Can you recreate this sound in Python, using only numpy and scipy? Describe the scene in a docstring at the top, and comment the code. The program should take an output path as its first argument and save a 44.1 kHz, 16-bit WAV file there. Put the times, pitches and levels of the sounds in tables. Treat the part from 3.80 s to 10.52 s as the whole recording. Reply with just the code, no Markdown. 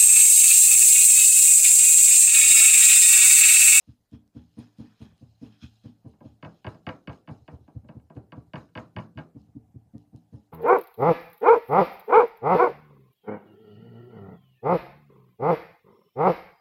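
"""A hand pats a damp clay bust about five times a second; each pat thuds through the bust and its stand.
Each thud is a train of short waves, then a ring of fading tones; the skin adds a noisy slap.
At times the wooden stand rocks and knocks on the table, often with a bounce: the table's tones ring.
The plastic wrap rustles (noise through its folds) and snaps, and a sleeve brushes at first (cloth noise).
A far drone, a band of noise, hangs over the quiet air of the studio."""
import sys
import numpy as np
from scipy import signal
from scipy.fft import rfft, irfft, next_fast_len
from scipy.io import wavfile
from scipy.ndimage import uniform_filter1d

SR = 44100
rng = np.random.default_rng(int(sys.argv[2]) if len(sys.argv) > 2 else 0)


def log_audio(samples):
    """Write samples as a 16-bit WAV file to the path given in sys.argv[1]."""
    # one column per channel
    frames = np.atleast_2d(samples).T
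    # limit to full scale, then quantise
    limited = np.clip(frames, -1, 1)
    pcm = np.round(limited * 32767).astype(np.int16)
    wavfile.write(sys.argv[1], SR, pcm)


N = 296352  # length in samples

# All levels are relative: the functions add their own offsets.
# loudness of the far drone over time: t/s, level/dB
DRONE_LEVEL = [(0.0, -90), (0.3, -86.5), (1.23, -77), (1.7, -77), (2.4, -79), (2.75, -72), (3.6, -77),
               (5.3, -78), (5.89, -72), (6.34, -71), (6.72, -77)]
# colour of the drone: f/Hz, level/dB
DRONE_COLOUR = [(300, -0.5), (450, -31.5), (620, -8), (770, 0.5), (950, -15.5), (1200, -42)]
# colour of the still air: f/Hz, level/dB
AIR_COLOUR = [(30, 18.5), (80, 4.5), (200, -6.5), (500, -5), (1200, -13), (3000, -21.5), (8000, -21),
              (15000, -23.5)]
# sleeve strokes: t/s, level/dB, tightness (0-1), time to fall 20 dB/s
SLEEVE_STROKES = [(.09, -77, .7, .05), (.335, -68, .75, .03), (.565, -72, .55, .09), (.79, -65, .3, .12),
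                  (.995, -69, .4, .35), (1.222, -65, .35, .1), (1.63, -68, .35, .18), (1.728, -72, 1, .05),
                  (1.828, -55, .92, .03), (2.052, -70, .45, .065), (2.455, -76, 1, .09),
                  (2.74, -78, 1, .12)]
# resonances of loose cloth: f/Hz, width/Hz, level/dB
SLACK_CLOTH = [(1040, 260, -4), (1740, 440, -5.5), (2490, 133, -4.5), (4000, 2100, -20)]
# resonances of tight cloth, passed through twice: f/Hz, width/Hz and level/dB of one pass
TIGHT_CLOTH = [(1450, 600, -2.5), (2530, 280, 0), (3270, 420, 1), (4230, 600, -4.5), (5260, 700, -4.5)]
# shakes of the wrap after a pat: t/s, level/dB, high fold level/dB, time to fall 20 dB/s (not the high fold)
WRAP_SHAKES = [(.0, -81, -92, .25), (.085, -79, -90, .11), (.33, -77, -89, .08), (.56, -77, -92, .5),
               (.79, -67, -75, .12), (.99, -71, -83, .3), (1.22, -69, -82, .1), (1.38, -79, -90, .9),
               (1.63, -71, -87, .15), (1.83, -64, -90, .1), (1.93, -79, -95, .3), (2.055, -75, -92, .09),
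               (2.285, -79, -85, .09), (2.45, -75.5, -92, .15), (2.65, -74, -97, .4), (2.89, -67, -79, .1),
               (3.1, -68, -88, .13), (3.325, -68.5, -88, .08), (3.51, -73, -83, .22), (3.715, -79, -89, .1),
               (3.84, -88, -100, .5), (4.085, -86, -100, .2), (4.36, -81, -92, .08), (4.56, -81, -105, .15),
               (4.78, -67, -83, .1), (4.985, -66, -88, .09), (5.205, -68.5, -86, .08),
               (5.395, -74, -101, .1), (5.59, -79.5, -105, .12), (6.195, -83, -98, .15),
               (6.37, -82.5, -90, .15), (6.54, -78, -86, .17)]
# folds of the wrap: f/Hz, width/Hz, level/dB
WRAP_FOLDS = [(2830, 480, -1), (4050, 360, 4.5), (5133, 480, -1.5), (6100, 170, -2), (6670, 320, -5.5)]
# even rustle under the folds: f/Hz, level/dB
WRAP_RUSTLE = [(2000, -28.5), (3500, -12.5), (7000, -20.5), (8000, -20), (14000, -24)]
# one high fold, passed through twice: f/Hz, width/Hz and level/dB of one pass
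HIGH_FOLD_MODE = [(9420, 880, 0)]
# creases that snap: t/s, level/dB
CREASE_SNAPS = [(0.3147, -71), (0.4778, -71), (0.9852, -65), (1.2015, -72), (1.38, -69), (2.06, -70),
                (3.5124, -68), (5.2051, -71), (6.1815, -61.5), (6.3623, -61.5)]
# tone of a snap, passed through twice: f/Hz, width/Hz and level/dB of one pass
SNAP_MODE = [(4800, 5000, 0)]
# the stand meets the table: t/s, level/dB, extra low sound from the weight/dB
STAND_KNOCKS = [(2.335, -69, 8), (2.4056, -62, 16.5), (2.6266, -40, 3.5), (2.6418, -55, -18),
                (2.6476, -40, 3), (2.8452, -40, 5.5), (2.8669, -33, 0), (2.9457, -57, 7.5),
                (3.0671, -30.5, 2), (3.0902, -30, -3), (3.274, -35, 2.5), (3.2952, -41, 2),
                (3.3304, -49.5, -16), (3.475, -46.5, 5), (3.4884, -44.5, 3), (3.679, -44.5, 5),
                (3.8781, -62.5, 15), (4.0441, -77, 21.5), (4.0878, -49, 9), (4.1984, -66, -17),
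                (4.2998, -57.5, 12), (4.3661, -58, 14), (4.5212, -42, 3), (4.7351, -36, 3),
                (4.7568, -34.5, 0), (4.8891, -67.5, -7), (4.9531, -35.5, 0.5), (4.9749, -32, 0),
                (5.1643, -32.5, 0.5), (5.1857, -37, 2.5), (5.3745, -39, 4.5), (5.3883, -39, -1)]
# clear tones of the table: f/Hz, width/Hz, level/dB
TABLE_MODES = [(154.6, 17.6, 13), (307.7, 32.8, 3), (505.5, 15, -0.5), (633.3, 12.6, 4), (713, 11.2, -4.5),
               (849, 16.8, -2.5), (984, 17.7, 2), (1116, 54, -7), (1287, 13, -6), (1605, 38, -1.5),
               (2230, 56, -8.5), (2353, 13.3, -32.5), (2516, 43, -13.5), (2920, 100, -10.5),
               (3570, 110, -25), (4630, 74, -23), (5490, 130, -42)]
# colour of the table's dense clatter: f/Hz, level/dB
CLATTER_COLOUR = [(100, -7.5), (160, 1), (300, -5.5), (430, -12), (630, -7), (1000, -7.5), (1620, -11.5),
                  (1890, -17.5), (2800, -16.5), (3300, -24.5), (4600, -28), (6000, -55.5), (9000, -55.5)]
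# typical time for the lingering clatter to fall 60 dB: f/Hz, time/s
CLATTER_DECAY = [(150, 0.34), (400, 0.42), (800, 0.22), (1500, 0.24), (2500, 0.17), (4000, 0.052),
                 (8000, .1)]
# pats, then lighter touches as the fingers settle:
# t/s, force level/dB, softness/dB per octave, neck level/dB, slap level/dB
HAND_PATS = [(.072, -44.5, 2, 5, -74.5), (0.317, -40, -1.5, 5.5, -65), (.547, -39.5, -3, 5, -63),
             (0.768, -39, -2.5, 5, -57), (0.983, -37.5, -3, 4, -60), (1.201, -39.5, -1, 3, -59),
             (1.408, -42.5, 0.5, 0, -66.5), (1.612, -40, -3.5, 6.5, -59.5), (1.821, -41, 3.5, 9.5, -67.5),
             (2.038, -40.5, -1.5, 4.5, -62), (2.243, -38, -3, -4, -61), (2.439, -39.5, -2, 0.5, -60),
             (2.644, -39, -4, -20, -64), (2.856, -29.5, -7, -28, -77), (3.064, -36, 2, -14, -60),
             (3.276, -35, 2, -14, -83), (3.494, -38, 2.5, 4.5, -56), (3.719, -37, 3.5, -3, -58),
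             (3.945, -36, 3, 1, -64.5), (4.148, -37, -0.5, -2.5, -65.5), (4.352, -36.5, -4, -6, -54),
             (4.559, -37.5, -2, -5, -59.5), (4.757, -39, -3.5, -3, -74), (4.957, -35.5, -3.5, -10, -53.5),
             (5.154, -31.5, -3, -7, -85), (5.353, -36.5, 0.5, -4, -69), (5.546, -39, -2, 1.5, -63.5),
             (5.748, -38, -1.5, 2, -71.5), (5.94, -39, 0.5, 0, -72.5), (6.133, -39, -3, 0, -64.5),
             (6.327, -39.5, -1.5, 0.5, -66.5), (6.522, -38, -1.5, -1, -60.5), (1.305, -58, 4, 1, -86),
             (3.6, -57.5, 8, -3, -85), (3.79, -52, 0.5, -3, -77), (4.03, -53, 4, 11, -78),
             (4.23, -59.5, 1, -4, -83), (4.655, -56.5, 5, -8, -86), (5.67, -54, 2.5, 0.5, -81.5),
             (5.874, -59, 3.5, 0, -84.5), (6.051, -59, 4, -1.5, -84), (6.256, -58.5, 2.5, 3.5, -85)]
# waves of the thud, bending waves: f/Hz, arrival/s, spread/s
THUD_WAVES = [(175, .008, .005), (360, .021, .006), (280, .021, .008), (220, .021, .008), (155, .029, .006),
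              (112, .0285, .0075), (80, .032, .0115)]
# strength of each of those waves: level/dB
THUD_LEVELS = [-4.5, -18.5, -6.5, -6, -11.5, 2.5, -4.5]
# tones that the bust and stand keep ringing with: f/Hz, level/dB, time to fall 60 dB/s
STAND_MODES = [(78.3, -9, 0.29), (111.4, -14, 0.5), (149.3, -16.5, 0.17), (166.5, -19.5, 0.48),
               (210.8, -18.5, 0.37), (243.1, -8.5, 0.21), (293, -21.5, 0.35), (303.3, -14.5, 0.2),
               (442, -27.5, .25)]
# colour of wet skin on clay: f/Hz, level/dB
SLAP_COLOUR = [(250, -12), (380, 2.5), (490, 1), (650, -2.5), (850, 0), (1080, -6.5), (1400, -16.5),
               (2500, -25), (5000, -39.5), (12000, -47)]
# typical time for the lingering slap to fall 60 dB: f/Hz, time/s
SLAP_DECAY = [(400, 0.56), (4000, 0.25)]
# air trapped under the fingers: f/Hz, level/dB
PALM_AIR = [(490, 5), (650, -1)]

SHAKE_RISE_S, SHAKE_HOLD_S = .035, .015  # time to climb 20 dB; time at the peak
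HIGH_FALL_S = .045  # time for the high fold to fall 20 dB
STROKE_RISE_S, STROKE_HOLD_S = .027, .02  # time to climb 20 dB; time at the peak
DRAG_DB, DRAG_S = -19, .25  # the cloth drags on more faintly; time for that to fall 20 dB
TOP_HZ = 15530  # the microphone's band limit


def amp(db):
    """Turn decibels into a plain multiplier."""
    return 10 ** (np.asarray(db) / 20)


def unit(x):
    """Scale a signal to an average (rms) strength of 1."""
    return x / np.sqrt(np.mean(x ** 2) + 1e-20)


def along(points, hz):
    """Read a (f/Hz, value) curve, with pitch on a log axis."""
    f, v = np.transpose(points)
    return np.interp(np.log(hz + 1), np.log(f + 1), v)


def curve(rows):
    """Draw a (t/s, value) curve with one value per sample."""
    s, value = np.transpose(rows)
    return np.interp(np.arange(N) / SR, s, value)


def filtered(x, response):
    """Shape a sound by a complex response over frequency."""
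    m = next_fast_len(len(x) + SR // 2)
    return irfft(rfft(x, m) * response(np.fft.rfftfreq(m, 1 / SR)), m)[:len(x)]


def modes(table):
    """Sum resonances with alternating signs; each rings only after it is struck."""
    def response(f):
        return sum((-1) ** k * amp(db) * 1j * f * width / (centre * centre - f * f + 1j * f * width)
                   for k, (centre, width, db) in enumerate(table))
    return response


def hiss(response, patchy_db, grain_db=0):
    """Coloured noise of rms 1, uneven in patches of time and pitch and in grains of 64 samples."""
    z = signal.stft(rng.standard_normal(N), nperseg=256)[2]
    field = uniform_filter1d(rng.standard_normal(z.shape), 4, 0)
    field = uniform_filter1d(field, 8, 1)
    patchy = signal.istft(z * amp(patchy_db * unit(field)), nperseg=256)[1][:N]
    grain_strength = np.repeat(rng.exponential(1, N // 64 + 1), 64)[:N]
    return unit(filtered(amp(grain_db * grain_strength) * patchy, response))


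def bursts(times, gains, rise_s, hold_s, falls_s):
    """A gain for every sample: each event climbs to its peak, holds and falls away, evenly in dB."""
    t = np.arange(0, N / SR, .002) - np.asarray(times)[:, None]
    climb = -t / rise_s
    fall = np.maximum(t - hold_s, 0) / np.reshape(falls_s, (-1, 1))
    gain = gains @ amp(-20 * np.where(t < 0, climb, fall))
    return np.interp(np.arange(N) / SR, t[0] + times[0], gain)


def add(track, s, x):
    """Mix x into the track at time s."""
    track[round(s * SR):][:len(x)] += x


def crowd(low_hz, high_hz, decays, rise, linger_db, quick, count):
    """Dense modes that fall quickly, then linger weakly; lows swell slower, as bending waves go ~ root of pitch."""
    t = np.arange(SR // 4) / SR
    hz = np.geomspace(low_hz, high_hz, count) * amp(rng.normal(0, 0.105, count))
    t60 = along(decays, hz) * amp(rng.normal(0, 0.81, count))
    fall = -np.log(1000) * t / t60[:, None]
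    waver = np.array([np.interp(t * 80, np.arange(len(k)), k) for k in rng.standard_normal((count, 32))])
    rise_s = rise * np.sqrt(1000 / hz)  # "rise" is the swell time at 1 kHz
    swell = 1 - np.exp(-(t / rise_s[:, None]) ** 2)
    fade_out = np.clip((t[-1] - t) / 0.019, 0, 1)
    shape = (np.exp(fall / quick) + amp(linger_db) * waver * np.exp(fall)) * swell * fade_out
    turn = 2 * np.pi * hz[:, None] * t
    return hz, np.vstack([shape * np.sin(turn), shape * np.cos(turn)])


def strike(rows, hz, db_per_hz):
    """Sound a crowd of modes at new random strengths, one blow for each row of levels."""
    gain = np.tile(amp(db_per_hz) * np.sqrt(hz), 2)  # modes stand further apart as pitch rises
    blows = gain * rng.standard_normal(gain.shape) @ rows
    return blows / np.linalg.norm(gain, axis=1, keepdims=True) * 2


def studio():
    """A far drone, noise in low bands that swells and sinks, over the steady noise of the room's air."""
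    drone = hiss(lambda f: amp(along(DRONE_COLOUR, f)), patchy_db=-3.5)
    air = hiss(lambda f: amp(along(AIR_COLOUR, f)), patchy_db=2.8)
    return amp(curve(DRONE_LEVEL)) * drone + amp(-70.5) * air


def sleeve():
    """Cloth brushing cloth makes noise; pulled tight it sings in narrow bands."""
    s, db, tight, fall_s = np.transpose(SLEEVE_STROKES)
    turn = np.clip(tight, 0, 1) * np.pi / 2  # blends slack into taut at equal power
    slack = hiss(modes(SLACK_CLOTH), patchy_db=2.5, grain_db=1.5)
    taut = hiss(lambda f: modes(TIGHT_CLOTH)(f) ** 2, patchy_db=2.0, grain_db=2.0)

    def stroke(share):
        brush = bursts(s, amp(db) * share, STROKE_RISE_S, STROKE_HOLD_S, fall_s)
        drag = bursts(s, amp(db + DRAG_DB) * share, STROKE_RISE_S, STROKE_HOLD_S, DRAG_S)
        return brush + drag

    return stroke(np.cos(turn)) * slack + stroke(np.sin(turn)) * taut


def wrap():
    """The plastic crackles through its folds while it shakes; single creases snap."""
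    s, db, high_db, fall_s = np.transpose(WRAP_SHAKES)
    folds = lambda f: modes(WRAP_FOLDS)(f) + amp(along(WRAP_RUSTLE, f))
    rustle = hiss(folds, patchy_db=3.0, grain_db=1.74)
    rustle = bursts(s, amp(db), SHAKE_RISE_S, SHAKE_HOLD_S, fall_s) * rustle
    high = hiss(lambda f: modes(HIGH_FOLD_MODE)(f) ** 2, patchy_db=3.5, grain_db=2.7)
    high = bursts(s, amp(high_db), SHAKE_RISE_S, SHAKE_HOLD_S, HIGH_FALL_S) * high
    clicks = np.zeros(N)
    for at, snap_db in CREASE_SNAPS:
        clicks[round(at * SR)] = amp(snap_db + 23.5)
    snaps = filtered(clicks, lambda f: modes(SNAP_MODE)(f) ** 2)
    return rustle + high + snaps


def knocks():
    """Each contact rings the table's clear modes and a dense clatter; heavy ones carry more low sound."""
    sharp, heavy, clatters = np.zeros(N), np.zeros(N), np.zeros(N + SR)
    hz, wood = crowd(100, 9000, CLATTER_DECAY, rise=0.0048, linger_db=-4.5, quick=0.34, count=220)
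    lowness = np.clip(np.log2(1500 / hz), 0, 1)  # 0 above 1500 Hz, 1 an octave below
    colours = [along(CLATTER_COLOUR, hz) + (weight_db + 1.5) * lowness for _, _, weight_db in STAND_KNOCKS]
    for (s, db, weight_db), clatter in zip(STAND_KNOCKS, strike(wood, hz, colours)):
        sharp[round(s * SR)] = amp(db + 42)
        heavy[round(s * SR)] = amp(db + 40 + weight_db)
        add(clatters, s, amp(db - 3.5 + 1.15 * weight_db) * clatter)
    dull = lambda f: 1 / (1 + 1j * f / 1200) ** 2  # the weight pushes longer than the edge
    blows = sharp + filtered(heavy - sharp, dull)
    late = 0.00404  # seconds; each pitch is delayed by late * (sqrt(1000 / f) - 0.6), so treble leads
    spread = lambda f: np.exp(-4j * np.pi * late * (np.sqrt(1000 * f) - .3 * f))
    return clatters[:N] + filtered(blows, lambda f: modes(TABLE_MODES)(f) * spread(f))


def pats():
    """A soft push: wave packets pass, the stand rings on, the skin slaps."""
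    out, t = np.zeros(N + SR), np.arange(SR // 3) / SR
    early = t[:SR // 16]
    skin_hz, skin = crowd(250, 12000, SLAP_DECAY, rise=0.018, linger_db=-9.5, quick=0.41, count=100)
    slaps = strike(skin, skin_hz, [along(SLAP_COLOUR, skin_hz)] * len(HAND_PATS))

    wave_hz, at, spread = np.transpose(THUD_WAVES)[:, :, None]
    packet = np.exp(-.5 * ((t - at) / spread) ** 2)
    soft_start = 1 - np.exp(-(t / 0.0045) ** 2)
    waves = -packet * np.cos(2 * np.pi * wave_hz * (t - at)) * soft_start

    hz, mode_db, t60 = np.transpose(STAND_MODES)[:, :, None]
    takeover = 1 - np.exp(-(t / .04) ** 3)  # the ring swells in as the waves pass
    rings = amp(mode_db - 60 * t / t60) * np.exp(2j * np.pi * hz * t) * takeover

    for (s, db, soft_db, neck_db, slap_db), slap in zip(HAND_PATS, slaps):
        def tilt(pitch):
            # a flatter hand favours the low modes; a pat near the neck wakes those around its bending pitch
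            neck = np.exp(-(np.log2(pitch / 235) / 0.32) ** 2)
            return -soft_db * np.log2(pitch / 150) + neck_db * neck

        thud = amp(THUD_LEVELS + tilt(wave_hz[:, 0]) + rng.normal(0, 2.3, len(at))) @ waves

        phase = np.exp(2j * np.pi * rng.random(hz.shape))
        start = amp(tilt(hz) + rng.normal(0, 2.6, hz.shape)) * phase
        # each ring wavers at random, differently from pat to pat
        waver = [np.interp(t * 30, np.arange(12), k) for k in 1 + .7 * rng.standard_normal((len(hz), 12))]
        ring = np.sum((start * rings).imag * waver, axis=0)
        ring = ring * amp(3.5 + 0.3 * neck_db - 1.1 * soft_db)
        add(out, s, amp(db) * (ring + thud))

        touch = uniform_filter1d(rng.standard_normal(len(early)), size=6)
        add(out, s, amp(slap_db - 7.5 - 60 * early / .014) * touch)  # first touch, falls 60 dB in 14 ms

        pop = 0
        for pop_hz, pop_db in PALM_AIR:
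            strength = amp(pop_db + rng.normal(0, 2))
            pitch = pop_hz * amp(rng.normal(0, 0.38))
            pop = pop + strength * np.sin(2 * np.pi * (pitch * early + rng.random()))
        puff = np.exp(-.5 * ((early - .02) / 0.0095) ** 2)
        add(out, s, amp(slap_db) * pop * puff)
        add(out, s, amp(slap_db + 4.5) * slap)
    return out[:N]


def scene():
    """All layers together, as one channel."""
    return (studio() + sleeve() + wrap() + knocks() + pats())[None]


def record(dry):
    """The small microphone drops the deep bass and keeps little above its band limit."""
    bass_cut = lambda f: (1j * f / (40 + 1j * f)) ** 3
    treble_cut = lambda f: np.where(f < TOP_HZ, 1, amp(-19))
    return filtered(dry[0], lambda f: bass_cut(f) * treble_cut(f))[None]


dry = scene()
out = record(dry)
log_audio(out)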